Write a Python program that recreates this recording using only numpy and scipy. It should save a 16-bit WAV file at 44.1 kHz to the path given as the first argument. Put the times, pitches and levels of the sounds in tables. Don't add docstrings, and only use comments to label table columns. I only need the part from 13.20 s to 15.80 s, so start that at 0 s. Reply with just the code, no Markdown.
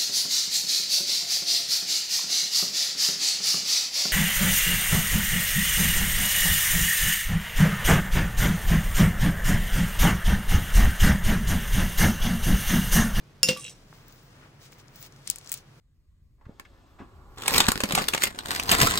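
import sys
import numpy as np
from scipy import signal
from scipy.fft import rfft, irfft
from scipy.io import wavfile

SR = 44100
rng = np.random.default_rng(int(sys.argv[2]) if len(sys.argv) > 2 else 0)


def bounce(signal):
    frames = np.transpose(np.atleast_2d(signal))
    limited = np.clip(frames, -1, 1)
    pcm = np.round(limited * 32767).astype(np.int16)
    wavfile.write(sys.argv[1], SR, pcm)


def boost_factor(decibels):
    exponent = np.asarray(decibels, float) / 20
    return 10 ** exponent


N = 114660
T = np.arange(N) / SR
OPPOSITE = np.array([[1], [-1]])
TREBLE_MODE_HZ = 5000
HAND_PAN_DB, LEFT_LEAD_SAMPLES = 5.5, 6


def logint(hz, table):
    points = np.array(table, float)
    return np.interp(np.log(np.maximum(hz, 1)), np.log(points[:, 0]), points[:, 1])


def shaped(gain, size=N):
    hz = np.arange(size // 2 + 1) * SR / size
    noise = irfft(rfft(rng.standard_normal(size)) * gain(hz), size)
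    return noise / np.std(noise)


def bell(hz, octaves):
    return lambda f: np.exp(-.5 * (np.log2(np.maximum(f, 1) / hz) / octaves) ** 2)


def band(hz, width_hz, order=4):
    return lambda f: 1 / (1 + (2 * (f - hz) / width_hz) ** order)


def lowpass(hz, order):
    return lambda f: 1 / (1 + (f / hz) ** order)


def spectrum(table):
    return lambda f: boost_factor(logint(f, table))


def fade(t, t60):
    return np.exp(-np.log(1000) * np.maximum(t, 0) / t60) * (t >= 0)


def pair(x, pan_db, lead=0):
    return np.array([x * boost_factor(pan_db / 2), np.roll(x, lead) * boost_factor(-pan_db / 2)])


def add(out, s, x):
    i = int(s * SR)
    out[:, i:i + x.shape[1]] += x[:, :N - i]


def curve(table, col):
    points = np.array(table, float)
    return boost_factor(np.interp(T, points[:, 0], points[:, col]))


def burst(t, gain, t60, rise_s=.0001):
    return fade(t, t60) * (1 - np.exp(-(t / rise_s) ** 2)) * shaped(gain, len(t))


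def ring(t, hz, t60, pan_db, turn_rad):
    side = np.array([[.5], [-.5]])
    swell = 1 - np.exp(-t * hz * 3.2)
    return boost_factor(side * pan_db) * fade(t, t60) * swell * np.sin(2 * np.pi * hz * t + side * turn_rad)


def tick(t, hz, cycles):
    u = t * hz - 2 * cycles
    envelope = np.exp(-.5 * (u / cycles) ** 2 * np.where(u < 0, 2, .5))
    return envelope * np.cos(2 * np.pi * u + 2 * np.pi * rng.random())


def scatter(x, count=4):
    longest_s, echo_db = .0013, -6.5
    lags_s, sizes = rng.random(count) * longest_s, rng.standard_normal(count)
    out = x
    for lag_s, size in zip(lags_s, sizes):
        gain = boost_factor(echo_db) * size * np.exp(-lag_s / longest_s)
        out = out + gain * np.roll(x, 3 + int(lag_s * SR))
    return out


def grains():
    rate_per_s, spread_db = 2900, 2.5
    g = (rng.random(N) < rate_per_s / SR) * boost_factor(spread_db * rng.exponential(size=N))
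    g = signal.lfilter([1], [1, -.97], g)
    return g / np.sqrt(np.mean(g ** 2))


# frequency in Hz, relative density in dB per Hz.
ROOM_COLOUR = [(15, -30), (30, 1), (60, -12.5), (100, -3.5), (150, -6.5), (220, -10.5), (400, -13.5),
               (800, -19.5), (1500, -21.5), (3000, -27.5), (5500, -34.5), (8000, -42.5), (12000, -42.5),
               (16000, -46)]
# frequency in Hz, likeness from -1 to 1.
SIDE_LIKENESS = [(60, .93), (130, .96), (290, .85), (640, .5), (1410, .4), (3100, -.1), (6820, 0),
                 (15000, .1)]
# centre in Hz, width in Hz, level in dB.
HUM_BANDS = [(106, 14, -69.5), (137, 29, -59)]


def room():
    like = lambda f: np.clip(logint(f, SIDE_LIKENESS), -.9, .98)
    shared = lambda f: spectrum(ROOM_COLOUR)(f) * np.sqrt(1 + like(f))
    opposed = lambda f: spectrum(ROOM_COLOUR)(f) * np.sqrt(1 - like(f))
    f = np.arange(N // 2 + 1) * SR / N
    ratio = np.sqrt(np.sum(opposed(f) ** 2) / np.sum(shared(f) ** 2))
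    out = boost_factor(-56) * (shaped(shared) + ratio * shaped(opposed) * OPPOSITE)
    for hz, width_hz, db in HUM_BANDS:
        out = out + boost_factor(db) * shaped(band(hz, width_hz, order=2))
    return out


# time in seconds, frequency in Hz, level in dB before panning.
WHISTLE_PATH = [(1.6, 12000, -90), (1.63, 11300, -78), (1.67, 10300, -76), (1.7, 10000, -90),
                (1.74, 10300, -80), (1.9, 10400, -80), (2.0, 10500, -77), (2.06, 10900, -81),
                (2.08, 11000, -100)]


def whistle():
    path = np.array(WHISTLE_PATH, float)
    hz = np.interp(T, path[:, 0], path[:, 1])
    tone = np.sin(2 * np.pi * np.cumsum(hz) / SR)
    sounding = (T > path[0, 0]) * (T < path[-1, 0])
    return pair(curve(WHISTLE_PATH, 2) * sounding * tone, HAND_PAN_DB, LEFT_LEAD_SAMPLES)


# time in seconds, then relative dB of the hiss, of its top band, of its low band.
RUSTLE_DRIVE = [(.55, -68, -96, -84), (.66, -74.5, -89, -86), (.75, -67, -76, -68), (.86, -73, -83, -70),
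                (.89, -66.5, -77, -66.5), (.94, -70.5, -68, -71), (1.0, -69, -83, -76),
                (1.04, -73.5, -75, -78), (1.12, -71, -87.5, -70.5), (1.25, -71.5, -89, -62),
                (1.31, -76, -93.5, -74), (1.39, -78, -89, -73.5), (1.42, -63.5, -71, -67),
                (1.46, -60.5, -76, -69), (1.50, -72, -96, -70), (1.525, -64.5, -68, -70),
                (1.57, -73.5, -88, -67.5), (1.60, -62, -75, -67), (1.64, -79, -91, -70.5),
                (1.73, -73.5, -77.5, -70), (1.76, -62, -75, -64.5), (1.81, -63, -60, -67.5),
                (1.84, -56, -62, -65), (1.87, -60.5, -65, -67), (1.89, -75, -89, -72.5),
                (2.04, -68.5, -87, -69), (2.1, -52, -78, -66), (2.2, -69, -93, -70),
                (2.3, -59.5, -68, -63.5), (2.38, -57, -68, -66.5), (2.43, -77, -100, -74.5),
                (2.6, -73, -85.5, -78)]
# frequency in Hz, relative density in dB per Hz.
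HISS_COLOUR = [(1000, -40), (2200, -3), (3600, 0), (5400, 1), (7500, -4), (10000, -8), (12000, -12),
               (16000, -16)]
# centre in Hz, width in Hz, relative level in dB.
TOP_BANDS = [(14800, 450, 0), (15550, 400, -1)]


def rustle():
    out = np.zeros((2, N))
    top = lambda f: sum(boost_factor(db) * band(hz, width_hz)(f) for hz, width_hz, db in TOP_BANDS)
    grit = 1 + boost_factor(-6) * grains()
    started = T > RUSTLE_DRIVE[0][0]
    for col, gain in enumerate((spectrum(HISS_COLOUR), top, bell(1130, 1)), start=1):
        wide = boost_factor(1.0) * np.array([shaped(gain), shaped(gain)])
        noise = pair(shaped(gain), HAND_PAN_DB, LEFT_LEAD_SAMPLES) + wide
        out += curve(RUSTLE_DRIVE, col) * started * grit * noise
    return out


# start in seconds, drive in dB, centre in Hz.
DULL_TAPS = [(0.7279, -37, 1067), (1.5265, -37, 1900)]


def taps():
    out, t = np.zeros((2, N)), T[:4096]
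    for s, db, hz in DULL_TAPS:
        tap = tick(t, hz, .27) + .17 * burst(t, bell(hz, .35), .022)
        add(out, s, pair(boost_factor(db) * tap, 0))
    return out


# start in seconds, drive in dB, centre in Hz, left minus right in dB of the click,
# relative top ring in dB, relative body in dB.
PIECE_CLICKS = [(0.8818, -39, 6140, 3, 2, -10), (0.9245, -38, 5350, 8, -4, -11),
                (1.521, -38.5, 7800, 8, -9, -14), (1.585, -42, 7000, 5, -8, -11),
                (1.5313, -40.5, 5450, 14, -19, -15), (1.678, -46, 6050, -1, -28.5, -20),
                (1.6824, -39.5, 5300, 13, -29, -20), (1.7587, -34, 5970, 4, -0.5, -14),
                (1.8273, -26, 8700, 11, -13, -15), (1.8627, -36.5, 5600, 11, -12, -2.5),
                (1.9232, -36, 6200, 8, -25, -24), (1.9626, -36.5, 4840, 2, -22, -12),
                (2.0734, -22.5, 5400, 9, -20, -22), (2.0759, -15.5, 7800, 4.5, -28, -13),
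                (2.1005, -6.5, 8060, 13, -14, -43), (2.111, -25.5, 9000, 24, -21, -33),
                (2.1594, -21, 8650, 6, -19, -14.5), (2.1849, -24, 7800, 5, -17, -20),
                (2.2124, -37, 5470, 10, -30, -9), (2.2457, -33, 7500, 4, -33, -13),
                (2.2618, -32, 5250, 10, -27, -28), (2.2742, -26, 5070, 6, -24, -29),
                (2.2932, -25.5, 7240, -1, -29, -30), (2.2965, -28, 7050, 10, -30, -27),
                (2.318, -12.5, 9600, 7, -6.5, -15), (2.3255, -14, 9000, 5.5, -16, -16),
                (2.3288, -23.5, 9000, 8, 0, -27), (2.3406, -13.5, 8700, 8.5, -13, -19.5),
                (2.3755, -28.5, 7800, 10, -19, -29)]


def clicks():
    out, t = np.zeros((2, N)), T[:4096]
    hard_db, soften_db_per_db = -22, .45
    for s, db, hz, pan_db, top_db, body_db in PIECE_CLICKS:
        hardness = boost_factor(soften_db_per_db * min(db - hard_db, 0))
        contact = tick(t, hz, .54) + boost_factor(body_db) * tick(t, 2550, .45)
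        scuff = boost_factor(-11.5) * burst(t, bell(hz, .6), .006, .00013)
        top = boost_factor(top_db) * burst(t, bell(16000, .088), .011, .0003)
        click = hardness * scatter(contact) + scuff + top
        tail = np.array([burst(t, bell(5300, .73), .09, .00012) for _ in range(2)])
        add(out, s, boost_factor(db) * (pair(click, pan_db, LEFT_LEAD_SAMPLES) + boost_factor(-27) * tail))
    return out


# time in seconds, relative level in dB.
SPLASH_DRIVE = [(.229, -61), (.232, -29), (.26, -34), (.286, -24), (.288, -18), (.33, -30), (.37, -39.5),
                (.45, -47.5), (.51, -45.5), (.56, -59), (.6, -102)]
# frequency in Hz, relative density in dB per Hz.
WATER_COLOUR = [(60, -43), (150, -9), (400, -18), (1000, -28), (2000, -23), (3500, -19), (6000, -20.5),
                (9000, -28.5), (11500, -35.5), (15500, -31.5), (16500, -54.5)]


def splash():
    gain = spectrum(WATER_COLOUR)
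    wide = boost_factor(-8) * shaped(gain) * OPPOSITE
    return curve(SPLASH_DRIVE, 1) * (.1 + .29 * grains()) * (pair(shaped(gain), -.8) + wide)


# start in seconds, starting pitch in Hz, drive in dB, t60 in seconds before the burst,
# burst delay in seconds.
WATER_BUBBLES = [(.364, 1165, -37, .2, .034), (.776, 2050, -60, .05, .012)]


def bubbles():
    out, t = np.zeros((2, N)), T[:SR // 2]
    pitch_slope_per_s, burst_t60_s = -.6, .075
    for s, hz, db, t60, life_s in WATER_BUBBLES:
        waver = 1 + .3 * shaped(lowpass(60, 4), len(t))
        decay = fade(t, t60) * fade(np.maximum(t - life_s, 0), burst_t60_s)
        tone = np.sin(2 * np.pi * hz * t * (1 + pitch_slope_per_s * t / 2))
        add(out, s, pair(boost_factor(db) * waver * decay * tone, -1.5))
    return out


# frequency in Hz before sag, relative level in dB, t60 in seconds.
PIECE_MODES = [(500, 13.5, 0.24), (2300, -14.5, 0.083), (2760, 4, 0.09), (2840, -20, 0.11),
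               (3280, -2, 0.067), (3880, 1.5, 0.038), (5400, -8, .07), (5750, -2, 0.16), (6360, 0.5, 0.075),
               (7500, 2, 0.053), (8300, 2, 0.15), (9200, -3, 0.081), (9900, -20, .06), (10680, -2, 0.079)]
# start in seconds, drive in dB, centre in Hz, width in octaves.
ROCKING = [(.365, -33, 1310, 0.55), (0.372, -35.5, 3000, 0.65), (0.372, -39.5, 10600, 0.22),
           (0.381, -48, 9700, 0.4), (.388, -55, 700, 0.56), (.395, -42, 7000, 1), (0.409, -43, 7500, 0.92),
           (.417, -44.5, 2800, 0.49), (0.423, -45, 8750, 0.56), (0.434, -42, 2800, .3),
           (0.442, -39, 5460, 0.75), (0.4501, -33, 3250, 0.37), (0.463, -39.5, 3480, 0.9),
           (0.469, -38.5, 3020, 0.37), (0.48, -36, 3020, 0.71), (0.486, -49, 5550, 0.69),
           (0.495, -41, 5800, 0.44), (0.504, -51.5, 6000, 0.73), (.513, -57, 5900, 0.27),
           (.525, -59, 5000, 0.64)]


def rocking():
    out = np.zeros((2, N))
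    sag_per_s, sag_from_s, rough_hz = .45, .42, 244
    for s, db, centre_hz, octaves in ROCKING:
        gain = bell(min(centre_hz, 6000), octaves / 2 + .18)
        add(out, s, pair(boost_factor(db - 1.5) * burst(T[:2048], gain, .01, .00071), -1.5))
        for hz, mode_db, t60 in PIECE_MODES:
            drift = sag_per_s * (s - sag_from_s) + .02 * rng.standard_normal()
            sag = 1 - (hz > TREBLE_MODE_HZ) * drift
            waver = .5 + hz / 15700 * shaped(lowpass(rough_hz, 2), 8192)
            level = boost_factor(db + mode_db) * (bell(centre_hz, octaves)(hz) + .046)
            add(out, s, level * waver * ring(T[:8192], hz * sag, t60, -1.1, 1))
    return out


# frequency in Hz, t60 in seconds
BLOW_MODES = [(160, .15), (200, .15), (246, .12), (513, .17), (2173, .11), (2500, .2), (2761, .16),
              (3015, .1), (3285, .13), (3600, .14), (4264, .15), (4670, .15), (5080, .12), (5227, .15),
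              (5340, .15), (5375, .2), (5445, .15), (5830, .15), (6831, .14), (6915, .14), (8230, .07),
              (9722, .15), (10420, .1), (13325, .2), (14760, .18)]
# dB struck on the wall, dB struck on the base,
# left minus right in dB.
MODE_STRENGTH = [(-27, -18.5, 0.5), (-32, -16, -2.5), (-32.5, -20, 2), (-23.5, -10, -1), (-35, -21, -2),
                 (-40, -32, 0), (-9, -7.5, 0), (-35.5, -29, 0.5), (-32.5, -19, -1), (-36, -21, 0.5),
                 (-35, -34, 1.5), (-24, -21.5, 0), (-18.5, -29, 4), (-18, -38, 1.5), (-11.5, -28.5, 1),
                 (-16.5, -21.5, -1.5), (-15.5, -30, 1), (-25.5, -25.5, 1.5), (-22, -34, 2),
                 (-10.5, -32, 2.5), (-20.5, -19, 0), (-15.5, -34, 2), (-25, -40, -0.5), (-17.5, -44.5, 1.5),
                 (-25.5, -44.5, 4.5)]
# start in seconds, ring drive in dB, share on the base from 0 to 1, crack drive in dB,
# crack centre in Hz.
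GLASS_BLOWS = [(.2311, -9, 0, 3, 6300), (.2874, -9, 1, -11, 3800)]
# centre in Hz, width in Hz, wall drive in dB, base drive in dB, t60 in seconds.
CLATTER_BANDS = [(5280, 1100, -25.5, -32, 0.23), (5400, 660, -14.5, -30, .035),
                 (3450, 1200, -43.5, -28.5, 0.079), (2760, 420, -39.5, -30.5, 0.18),
                 (7800, 3000, -35.5, -29.5, .1), (1530, 930, -35.5, -38.5, 0.073)]


def blows():
    out, t = np.zeros((2, N)), T[:SR // 2]
    sunk_at_s, sunk_t60_s = .288, .09
    for s, db, base, crack_db, crack_hz in GLASS_BLOWS:
        sunk = fade(np.maximum(t + s - sunk_at_s, 0), sunk_t60_s)
        for (hz, t60), (wall_db, base_db, pan_db) in zip(BLOW_MODES, MODE_STRENGTH):
            damping = sunk if hz > TREBLE_MODE_HZ else 1
            level = boost_factor(db + wall_db + base * (base_db - wall_db))
            add(out, s, level * damping * ring(t, hz, t60, pan_db, .34 + hz / 6000))
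        short = t[:2048]
        crack = tick(short, crack_hz, .35) + boost_factor(-2.0) * burst(short, bell(crack_hz, 1), .003)
        add(out, s, pair(boost_factor(crack_db) * crack, -1.5))
        for hz, width_hz, wall_db, base_db, t60 in CLATTER_BANDS:
            middle = burst(t, band(hz, width_hz), t60)
            wide = .45 * burst(t, band(hz, width_hz), t60) * OPPOSITE
            add(out, s, boost_factor(wall_db + base * (base_db - wall_db)) * (middle + wide))
    return out


def scene():
    hand = whistle() + rustle() + taps() + clicks()
    carafe = bubbles() + rocking() + blows()
    return room() + hand + splash() + carafe


def roll_off(x):
    return signal.sosfilt(signal.butter(12, 17190, fs=SR, output="sos"), x)


def record(dry):
    top_cut = signal.ellip(6, .2, 30, 15950, fs=SR, output="sos")
    mix = np.clip(signal.sosfilt(top_cut, dry), -1, 1)
    return roll_off(mix)


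dry = scene()
out = record(dry)
bounce(out)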